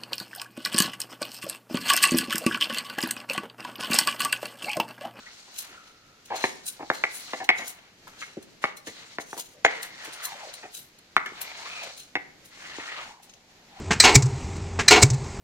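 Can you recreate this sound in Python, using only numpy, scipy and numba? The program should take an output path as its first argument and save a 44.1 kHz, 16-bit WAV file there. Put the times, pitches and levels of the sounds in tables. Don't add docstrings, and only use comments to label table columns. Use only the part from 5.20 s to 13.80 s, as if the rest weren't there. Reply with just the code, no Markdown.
import sys
import numpy as np
from scipy import signal
from scipy.fft import rfft, irfft, next_fast_len
from scipy.io import wavfile
from numba import njit

SR = 44100
rng = np.random.default_rng(int(sys.argv[2]) if len(sys.argv) > 2 else 0)


def to_wav(sig):
    pcm = np.clip(np.atleast_2d(sig), -1, 1) * 32767
    pcm = np.round(pcm).astype(np.int16)
    wavfile.write(sys.argv[1], SR, pcm.T)


N = 379260


def amp(db):
    return 10 ** (np.asarray(db) / 20)


def rms_one(x):
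    return x / np.sqrt(np.mean(x ** 2) + 1e-20)


def at_hz(points, hz):
    points = np.array(points)
    return np.interp(np.log(hz + 1), np.log(points[:, 0]), points[:, 1])


def fft_grid(length):
    size = next_fast_len(length)
    return size, np.arange(size // 2 + 1) * SR / size


def colour(x, spectrum):
    size, hz = fft_grid(N)
    return rms_one(irfft(rfft(x, size) * amp(at_hz(spectrum, hz)), size)[..., :N])


def drift(rate_hz):
    pole = np.exp(-80 * np.pi * rate_hz / SR)
    noise = rng.standard_normal(N // 40 + 2002)
    slow = signal.lfilter([1], [1, -2 * pole, pole * pole], noise)[2000:]
    return np.interp(np.arange(N) / 40, np.arange(len(slow)), rms_one(slow))


def grains(per_s, spread_db):
    sizes = amp(spread_db * np.minimum(rng.exponential(1, N), 5)) * rng.choice([-1, 1], N)
    return rms_one(sizes * (rng.random(N) < per_s / SR))


def scattered(make, alike):
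    alike = np.clip(alike, 0, 1)
    return np.sqrt(alike) * make() + np.sqrt(1 - alike) * np.array([make(), make()])


@njit
def resonate(x, hz, width_hz, sr):
    y = np.zeros(len(x))
    for i in range(2, len(x)):
        r = np.exp(-np.pi * width_hz[i] / sr)
        drive = (1 - r * r) / 2 * (x[i] - x[i - 2])
        y[i] = drive + 2 * r * np.cos(2 * np.pi * hz[i] / sr) * y[i - 1] - r * r * y[i - 2]
    return y


def steady_resonance(x, hz, width_hz):
    return resonate(x, hz, np.full(N, float(width_hz)), SR)


def add(out, s, sound, pan_db):
    i = round(s * SR)
    panned = amp([[pan_db / 2], [-pan_db / 2]]) * sound
    out[:, i:i + len(sound)] += panned[:, :N - i]


# (frequency [Hz], relative density [dB per Hz])
HISS_SPECTRUM = [(20, 30), (60, 3), (200, 1), (427, -2.5), (775, -6.5), (1100, -10), (1940, -6),
                 (3520, -9.5), (4250, -8.5), (7110, -13), (8140, -22.5), (14000, -24), (16000, -39.5)]
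# (frequency [Hz], left-right likeness [1])
HISS_LIKENESS = [(50, 1), (400, 0.94), (1500, 0.12), (5000, 0.036)]
HISS_DB = -44.5


def hiss():
    size, hz = fft_grid(N)
    alike = np.clip(at_hz(HISS_LIKENESS, hz), 0, 1)
    mid, side = rfft(rng.standard_normal((2, size)))
    spectra = np.sqrt(1 + alike) * mid + np.sqrt(1 - alike) * side * [[1], [-1]]
    pair = irfft(spectra, size)[:, :N]
    return amp(HISS_DB + 1.6 * drift(4.8)) * colour(pair, HISS_SPECTRUM)


# (frequency [Hz], reverberation time [s])
ROOM_T60 = [(100, 1), (700, 0.55), (2000, 0.44), (5000, 0.26), (12000, 0.28)]


def room(x):
    size, hz = fft_grid(N + SR)
    t = np.arange(SR) / SR
    noise = rng.standard_normal((2, SR)) * np.clip(t / 0.03, 0, 1) ** 2
    walls = 0
    for k, (_, t60) in enumerate(ROOM_T60):
        share = at_hz([(other_hz, j == k) for j, (other_hz, _) in enumerate(ROOM_T60)], hz)
        walls = walls + share * rfft(noise * amp(-60 * t / max(t60, .05)), size)
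    return irfft(rfft(x.mean(axis=0), size) * walls, size)[:, :N]


def in_time(rows):
    s, *columns = np.transpose(rows)
    return [np.interp(np.arange(N) / SR, s, c) for c in columns]


def gliding(slips, rows, width_hz, widens):
    hz, db = in_time(rows)
    hz = hz * amp(widens * 2 * drift(24))
    width_hz = width_hz + widens * hz
    once = resonate(slips, hz, width_hz, SR)
    twice = resonate(once, hz, width_hz, SR) / np.sqrt(width_hz)
    return rms_one(twice) * amp(db + 1.2 * drift(30))


# (time [s], pitch [Hz], level before the port gain [dB])
THIN_TONE = [(.48, 1450, -75), (.57, 1370, -46.5), (0.638, 1330, -61), (1.0, 1340, -67.5),
             (1.1, 1340, -95.5), (4.3, 550, -94), (4.35, 528, -55.5), (4.44, 556, -68), (4.46, 550, -91)]


def thin_tone(slips):
    return gliding(slips, THIN_TONE, 150, 0)


# (time [s], pitch [Hz], level relative to the grind [dB])
AIR_WEDGE = [(0.06, 1400, -2.5), (.3, 1400, -37), (2.86, 1090, -20), (2.9, 1120, -14), (2.98, 1480, 1),
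             (3.1, 2070, -21), (4.75, 1980, 1), (4.8, 1940, 1.5), (4.93, 1490, -22), (5.04, 1330, -1),
             (5.1, 962, -2), (5.135, 760, 0.5), (5.16, 543, -2.5), (5.2, 940, -6), (5.235, 772, 4.5),
             (5.26, 580, 0.5), (5.5, 705, -16), (6.2, 784, -19), (6.39, 730, -12), (6.45, 1050, 1.5),
             (6.49, 1300, -9), (6.6, 1285, -6), (6.62, 750, -5), (6.67, 570, -4), (6.75, 590, -4),
             (7.3, 890, -26), (7.661, 1400, -10), (7.8, 1200, -4.5), (7.85, 820, -11.5), (7.97, 880, 8),
             (8.1, 790, 0.5)]
# (time [s], pitch [Hz], level relative to the grind [dB])
UPPER_RESONANCE = [(4.9, 1980, -28), (4.95, 2060, -22), (5.05, 1760, 2.5), (5.12, 2030, -13),
                   (6.2, 2280, -10), (6.31, 2250, -2.5), (6.4, 2010, -9), (6.53, 2470, 0.5), (6.6, 2490, 6),
                   (6.68, 2350, -8), (7.28, 2000, -3.5), (7.66, 1920, -4), (7.72, 1830, 3.5),
                   (7.77, 1920, -12), (7.9, 2070, -19)]
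WEDGE_WIDTH_HZ, WEDGE_WIDENS = 170, .12


def air_wedge(slips):
    return sum(gliding(slips, rows, WEDGE_WIDTH_HZ, WEDGE_WIDENS) for rows in (AIR_WEDGE, UPPER_RESONANCE))


def stone_hum(slips):
    hum = np.zeros(N)
    for hz, _, _, _ in STONE_MODES[2:]:
        pitch_hz = hz * amp(0.083 * drift(2.0))
        hum += amp(5 * drift(13.1)) * steady_resonance(slips, pitch_hz, 50)
    return amp(-10) * rms_one(hum)


# (start [s], length [s], hardest push [share of length],
# relative grind level [dB], relative grit level [dB])
STROKES = [(-0.15, 0.94, 0.12, -56.5, -52.5), (0.258, 0.6, 0.25, -52.5, -64),
           (1.055, 0.29, 0.52, -41.5, -52), (1.217, 0.83, 0.16, -58, -56), (1.593, 0.69, 0.8, -49, -47.5),
           (2.263, 0.56, 0.07, -49, -78), (2.855, 0.58, 0.24, -55.5, -62), (3.41, 0.17, 0.14, -43, -56.5),
           (3.661, 0.37, 0.35, -50.5, -52), (4.439, 0.37, 0.063, -41, -48.5), (4.653, 1, 0.28, -44, -49),
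           (5.976, 0.6, 0.53, -44.5, -49.5), (6.296, 0.54, 0.45, -43, -45), (7.24, 0.76, 0.46, -44, -50.5),
           (7.592, 0.4, 0.31, -40, -50), (8.46, 0.3, 0.52, -53.5, -58.5)]
GRIND_SWELL, GRIT_SWELL = 1.65, 1
IDLE_GRIND_DB, IDLE_GRIT_DB = -68.5, -69


def strokes():
    t = np.arange(N) / SR
    grind_power, grit_power = amp(2 * IDLE_GRIND_DB), amp(2 * IDLE_GRIT_DB)
    for s, length_s, hardest, grind_db, grit_db in STROKES:
        peak_s = s + np.clip(hardest, .05, .95) * length_s
        push = np.sin(np.pi / 2 * np.interp(t, [s, peak_s, s + length_s], [0, 1, 0])) ** 2
        grind_power = grind_power + amp(2 * grind_db) * push ** GRIND_SWELL
        grit_power = grit_power + amp(2 * grit_db) * push ** GRIT_SWELL
    return np.sqrt(grind_power), np.sqrt(grit_power)


def patchy(x):
    edges_hz = [1000, 2500, 4000, 6000, 16000]
    out = 0
    for k, band in enumerate(zip(edges_hz, edges_hz[1:])):
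        sos = signal.butter(2, band, "band", fs=SR, output="sos")
        out = out + (-1) ** k * amp(2.0 * drift(10.4)) * signal.sosfilt(sos, x)
    return out


# (frequency [Hz], relative density [dB per Hz])
GRIND_SPECTRUM = [(100, -61), (180, -22.5), (600, -4.5), (1800, -0.5), (3000, -2.5), (4500, -14),
                  (8000, -66)]
# (frequency [Hz], relative density [dB per Hz])
GRIT_SPECTRUM = [(1500, -42), (2900, -7.5), (4200, 2), (5200, -5.5), (6800, -4.5), (10000, -17.5),
                 (14000, -27)]


def scrape():
    grind_gain, grit_gain = strokes()
    judder = drift(20)
    slips = grains(2500, spread_db=2.2)
    rub = colour(scattered(lambda: grains(3000, spread_db=2.0), 0.49), GRIND_SPECTRUM)
    grind = rub + air_wedge(slips) + stone_hum(slips)
    grind = grind * grind_gain * amp(1.3 * judder + 1.5 * drift(70))
    crunch = colour(scattered(lambda: grains(6000, spread_db=2.5), 0.076), GRIT_SPECTRUM)
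    grit = patchy(crunch) * grit_gain * amp(1.2 * judder)
    return (grind + grit + thin_tone(slips)) * amp(0) * np.array(amp([[.6], [-.6]]))


# (frequency [Hz], relative density [dB per Hz])
TICK_SPECTRUM = [(880, -39), (1500, 9.5), (1870, -10.5), (2690, 11.5), (6760, 4), (12400, -8),
                 (16000, -10.5)]
# (time [s], relative level [dB], dying away [s], brightness [dB])
CLASHES = [(0.363, -41, 0.083, -2), (0.387, -33, 0.021, 12), (0.6764, -49.5, 0.052, -5),
           (1.059, -45.5, 0.021, 3), (1.163, -30, 0.032, -4.5), (1.239, -28.5, 0.064, -8.5),
           (1.466, -33.5, 0.023, 14.5), (1.485, -36.5, 0.016, 7), (1.746, -32.5, 0.04, -5),
           (1.945, -39, 0.06, 12.5), (2.243, -35, 0.012, 0), (2.385, -34, 0.063, -6),
           (2.458, -39.5, 0.03, 0), (2.481, -43, 0.022, 18.5), (2.879, -44, 0.03, -4),
           (3.009, -34.5, 0.058, -11), (3.2274, -45, 0.013, 5), (3.4286, -34.5, 0.023, -4),
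           (3.5707, -39.5, 0.015, 7.5), (3.672, -31, 0.028, -4), (4.0073, -33.5, 0.019, -1.5),
           (4.111, -42.5, 0.16, 1), (4.179, -35, 0.02, 7.5), (4.197, -31.5, 0.0094, 7),
           (4.4499, -20, 0.0075, -13), (4.63, -33, 0.019, 9.5), (4.8487, -43.5, 0.018, 10.5),
           (4.934, -39, 0.022, 5.5), (5.034, -36.5, 0.023, 5), (5.053, -33, 0.013, 12.5),
           (5.34, -35, 0.013, 5), (5.55, -34.5, 0.04, 7.5), (5.788, -47.5, 0.006, 5),
           (5.9658, -23.5, 0.0011, -3), (6.061, -40, 0.0049, 1), (6.216, -29.5, 0.014, 7.5),
           (6.635, -34, 0.018, -5.5), (6.779, -39.5, 0.021, 8), (6.802, -41.5, 0.05, -3),
           (7.256, -47.5, 0.022, 9), (7.5656, -37, 0.047, -40), (8.032, -45, 0.022, 4.5),
           (8.095, -47, 0.023, -14), (8.1374, -43.5, 0.0072, -8)]
# (frequency [Hz], width [Hz], relative level [dB])
BANGLE_MODES = [(4105, 52, 2.5), (5550, 21, 10), (6220, 58, 13), (6420, 40, 9.5), (6990, 64, 12.5),
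                (9510, 120, -4.5), (10700, 130, -7.5), (12180, 310, 0.5),]
WRISTS_PAN_DB = 2
MELLOW_RING = 0.28
FAVOUR_DB, SWING_DB = 5, .15


def bangles():
    source = scattered(lambda: grains(5000, spread_db=1.0), 0.29)
    ticks = colour(source, TICK_SPECTRUM) * amp(2.0 * drift(79))
    low = signal.sosfilt(signal.butter(4, 8500, fs=SR, output="sos"), ticks)
    high = signal.sosfilt(signal.butter(4, 8500, "high", fs=SR, output="sos"), ticks)
    dull, bright, mellow = np.zeros((3, 2, N))
    t = np.arange(-SR // 20, SR // 4) / SR
    touch = 0.6 * (t >= 0) * np.exp(-np.abs(t) / 0.0017)
    for s, db, fall_s, bright_db in CLASHES:
        fall_s = max(fall_s, .001)
        swell = touch + np.exp(np.where(t < 0, t / (0.28 * fall_s), -t / fall_s))
        mellow_db = db - 18.5 - MELLOW_RING * max(bright_db, -15)
        add(dull, s + t[0], amp(db - 9.5) * swell, WRISTS_PAN_DB)
        add(bright, s + t[0], amp(db - 3.5 + bright_db) * swell, WRISTS_PAN_DB)
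        add(mellow, s + t[0], amp(mellow_db) * swell, WRISTS_PAN_DB)
    swarm = dull * low + bright * high
    out = swarm.copy()
    for hz, width_hz, db in BANGLE_MODES:
        exciter = mellow * low if 5000 < hz < 7200 else swarm
        struck = exciter * amp(db + 6.0 + FAVOUR_DB * drift(4.1))
        pitch_hz = hz * amp(SWING_DB * drift(4.0))
        out += [steady_resonance(port, pitch_hz, width_hz) for port in struck]
    return out


def wavelet(t, hz, damping):
    shape = np.gradient(np.cos(2 * np.pi * hz * t) * (t * hz) ** 2 * np.exp(-2 * damping * t * hz))
    return -shape / np.abs(shape).max()


# (frequency [Hz], crowd width [Hz], relative level [dB], reverberation time before added damping [s])
STONE_MODES = [(329, 70, -29.5, 0.16), (466, 91, -24.5, 0.13), (724.5, 82, -15, 0.097),
               (880, 73, -17, 0.058), (1400, 240, -15, 0.022), (1775, 39, -12.5, 0.025),
               (2078, 160, -22.5, 0.36), (2207, 65, -18.5, 0.056), (2374, 160, -14, 0.019),
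               (2830, 58, -40, 0.061), (3610, 78, -44, 0.037)]
PARTIALS = 9
AWAY_DB = 10
RING_RISE_S = 0.00089


def ringing(t, knock_db, clack_db, clack_hz):
    hz, width_hz = np.repeat(np.transpose(STONE_MODES)[:2], PARTIALS, axis=1)[:, :, None]
    places = np.tile(np.linspace(-1, 1, PARTIALS), len(STONE_MODES))
    places = places + (rng.random(len(places)) - .5) / 4
    size, side = rng.random((2, len(hz), 1))
    partial_hz = hz + width_hz * places[:, None]
    partial = (1.7 + 0.1 * size) * np.sign(side - .5) * np.sin(2 * np.pi * partial_hz * t)
    crowds = partial.reshape(len(STONE_MODES), PARTIALS, -1).sum(axis=1)
    crowds = crowds / np.std(crowds[:, :SR // 12], axis=1, keepdims=True)
    hz, _, db, t60 = np.transpose(STONE_MODES)[:, :, None]
    high_db = clack_db - AWAY_DB * np.abs(np.log2(hz / clack_hz))
    struck_db = np.where(hz < 1100, knock_db, high_db)
    crowds = crowds * amp(db + struck_db - 60 * t / t60)
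    damping = 0.5 + np.exp(-t / 0.023)
    return crowds.sum(axis=0) * damping * (1 - np.exp(-(t / RING_RISE_S) ** 2))


def chatter(t, chatter_s):
    chatter_s = max(chatter_s, .001)
    happens, strength = rng.random((2, len(t)))
    run = min(chatter_s / 0.034, 1.2) * np.exp(-(t / chatter_s) ** 2 / 2)
    touches = (happens < 1500 / SR) * (2 * strength - 1) * run
    touches[0] = 1 - min(chatter_s / 0.04, .85)
    touches[round(.0135 * SR)] += 0.21 * touches[0]
    return touches


# (time [s], knock level [dB],
# clack level [dB], clack pitch [Hz], thud level [dB], chatter [s])
KNOCKS = [(0.0639, -64, -32.5, 1620, -73, 0.019), (0.2792, -44.5, -46, 1550, -50, 0.018),
          (0.492, -63, -45, 1590, -57, 0.036), (1.1014, -26.5, -32.5, 1440, -42.5, 0.04),
          (1.145, -36, -47.5, 1860, -66, 0.034), (1.24, -9.5, -6.5, 1690, -21, 0.008),
          (1.5931, -33.5, -38.5, 1510, -42, 0.028), (1.6285, -27, -32, 1330, -31.5, 0.01),
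          (1.7013, -10.5, -7.5, 1350, -22.5, 0.00092), (1.8385, -19, -3, 1690, -31, 0.0031),
          (2.134, -15, -15, 1744, -30, 0.0092), (2.202, -27, -27.5, 1620, -37.5, 0.024),
          (2.2908, -12, 3.5, 1850, -19.5, 0.0068), (2.3011, -15.5, -7, 1980, -45, 0.0068),
          (2.382, -40.5, -31, 1920, -48.5, 0.047), (2.8706, -54, -33, 1110, -71, 0.019),
          (3.017, -63, -21.5, 1720, -73, 0.015), (3.169, -47, -62, 1800, -27, 0.014),
          (3.4404, -12.5, -3.5, 1380, -21, 0.0055), (3.6695, -41, -31, 2200, -36.5, 0.019),
          (3.985, -18.5, -15, 1400, -28, 0.003), (4.13, -25.5, -27, 1260, -35, 0.004),
          (4.1677, -30.5, -31, 1390, -36, 0.018), (4.4486, -4, 3, 1630, -21.5, 0.004),
          (4.4641, -40, -10, 2000, -33, 0.002), (4.4755, -44, -19, 2100, -48, 0.0067),
          (4.876, -42, -55, 1500, -38, 0.011), (5.427, -36, -33.5, 1470, -45, 0.026),
          (5.9661, -19, 0.5, 1390, -24.5, 0.0009), (5.979, -40, -27, 2000, -46, 0.004),
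          (6.0595, -52, -21, 2020, -43, 0.016), (6.12, -53, -60, 1500, -36, 0.0089),
          (6.9542, -17, -6.5, 1790, -24.5, 0.0087), (7.5841, -27.5, -30, 1640, -28, 0.0077)]
CLACK_DAMPING = 1.55
CRACK_DB = -3


def knocks():
    out, t = np.zeros((2, N)), np.arange(SR // 3) / SR
    bright = signal.butter(2, [2800, 4500], "band", fs=SR, output="sos")
    for s, knock_db, clack_db, clack_hz, thud_db, chatter_s in KNOCKS:
        knock = amp(knock_db) * wavelet(t, 1075.0 / (1 + 10.0 * chatter_s), 1.29)
        clack = amp(clack_db) * wavelet(t, clack_hz, CLACK_DAMPING)
        thud = amp(thud_db) * (wavelet(t, 317.0, 1.62) + 0.14 * wavelet(t, 85.0, 2.46))
        burst = (rng.random(len(t)) - .5) * np.exp(-t / 0.0056)
        crack = amp(CRACK_DB + clack_db) * signal.sosfilt(bright, burst)
        blow = knock + clack + thud + crack + ringing(t, knock_db, clack_db, clack_hz)
        add(out, s, signal.fftconvolve(chatter(t, chatter_s), blow)[:len(t)], 1.1)
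    return out


def ports(x, lag):
    size, hz = fft_grid(N + SR // 10)
    turn = np.exp(-2j * np.pi * hz * at_hz(lag, hz) / 1000)
    late = irfft(rfft(x[0], size) * turn, size)
    return np.array([late[:N], x[1]])


# (frequency [Hz], delay [ms])
SLAB_LAG = [(700, 0.17), (1200, 0.14), (2100, 0.12)]


def scene():
    stone, wrists = knocks() + scrape(), bangles()
    near = ports(stone, SLAB_LAG) + ports(wrists, [(1000, 0.205)])
    return near + amp(-43) * room(stone + wrists) + hiss()


def record(dry):
    clipped = np.clip(dry, -1, 1)
    thin = signal.sosfilt(signal.butter(2, 105, "high", fs=SR, output="sos"), clipped)
    return signal.sosfilt(signal.cheby2(20, 75, 16500, fs=SR, output="sos"), thin)


dry = scene()
out = record(dry)
to_wav(out)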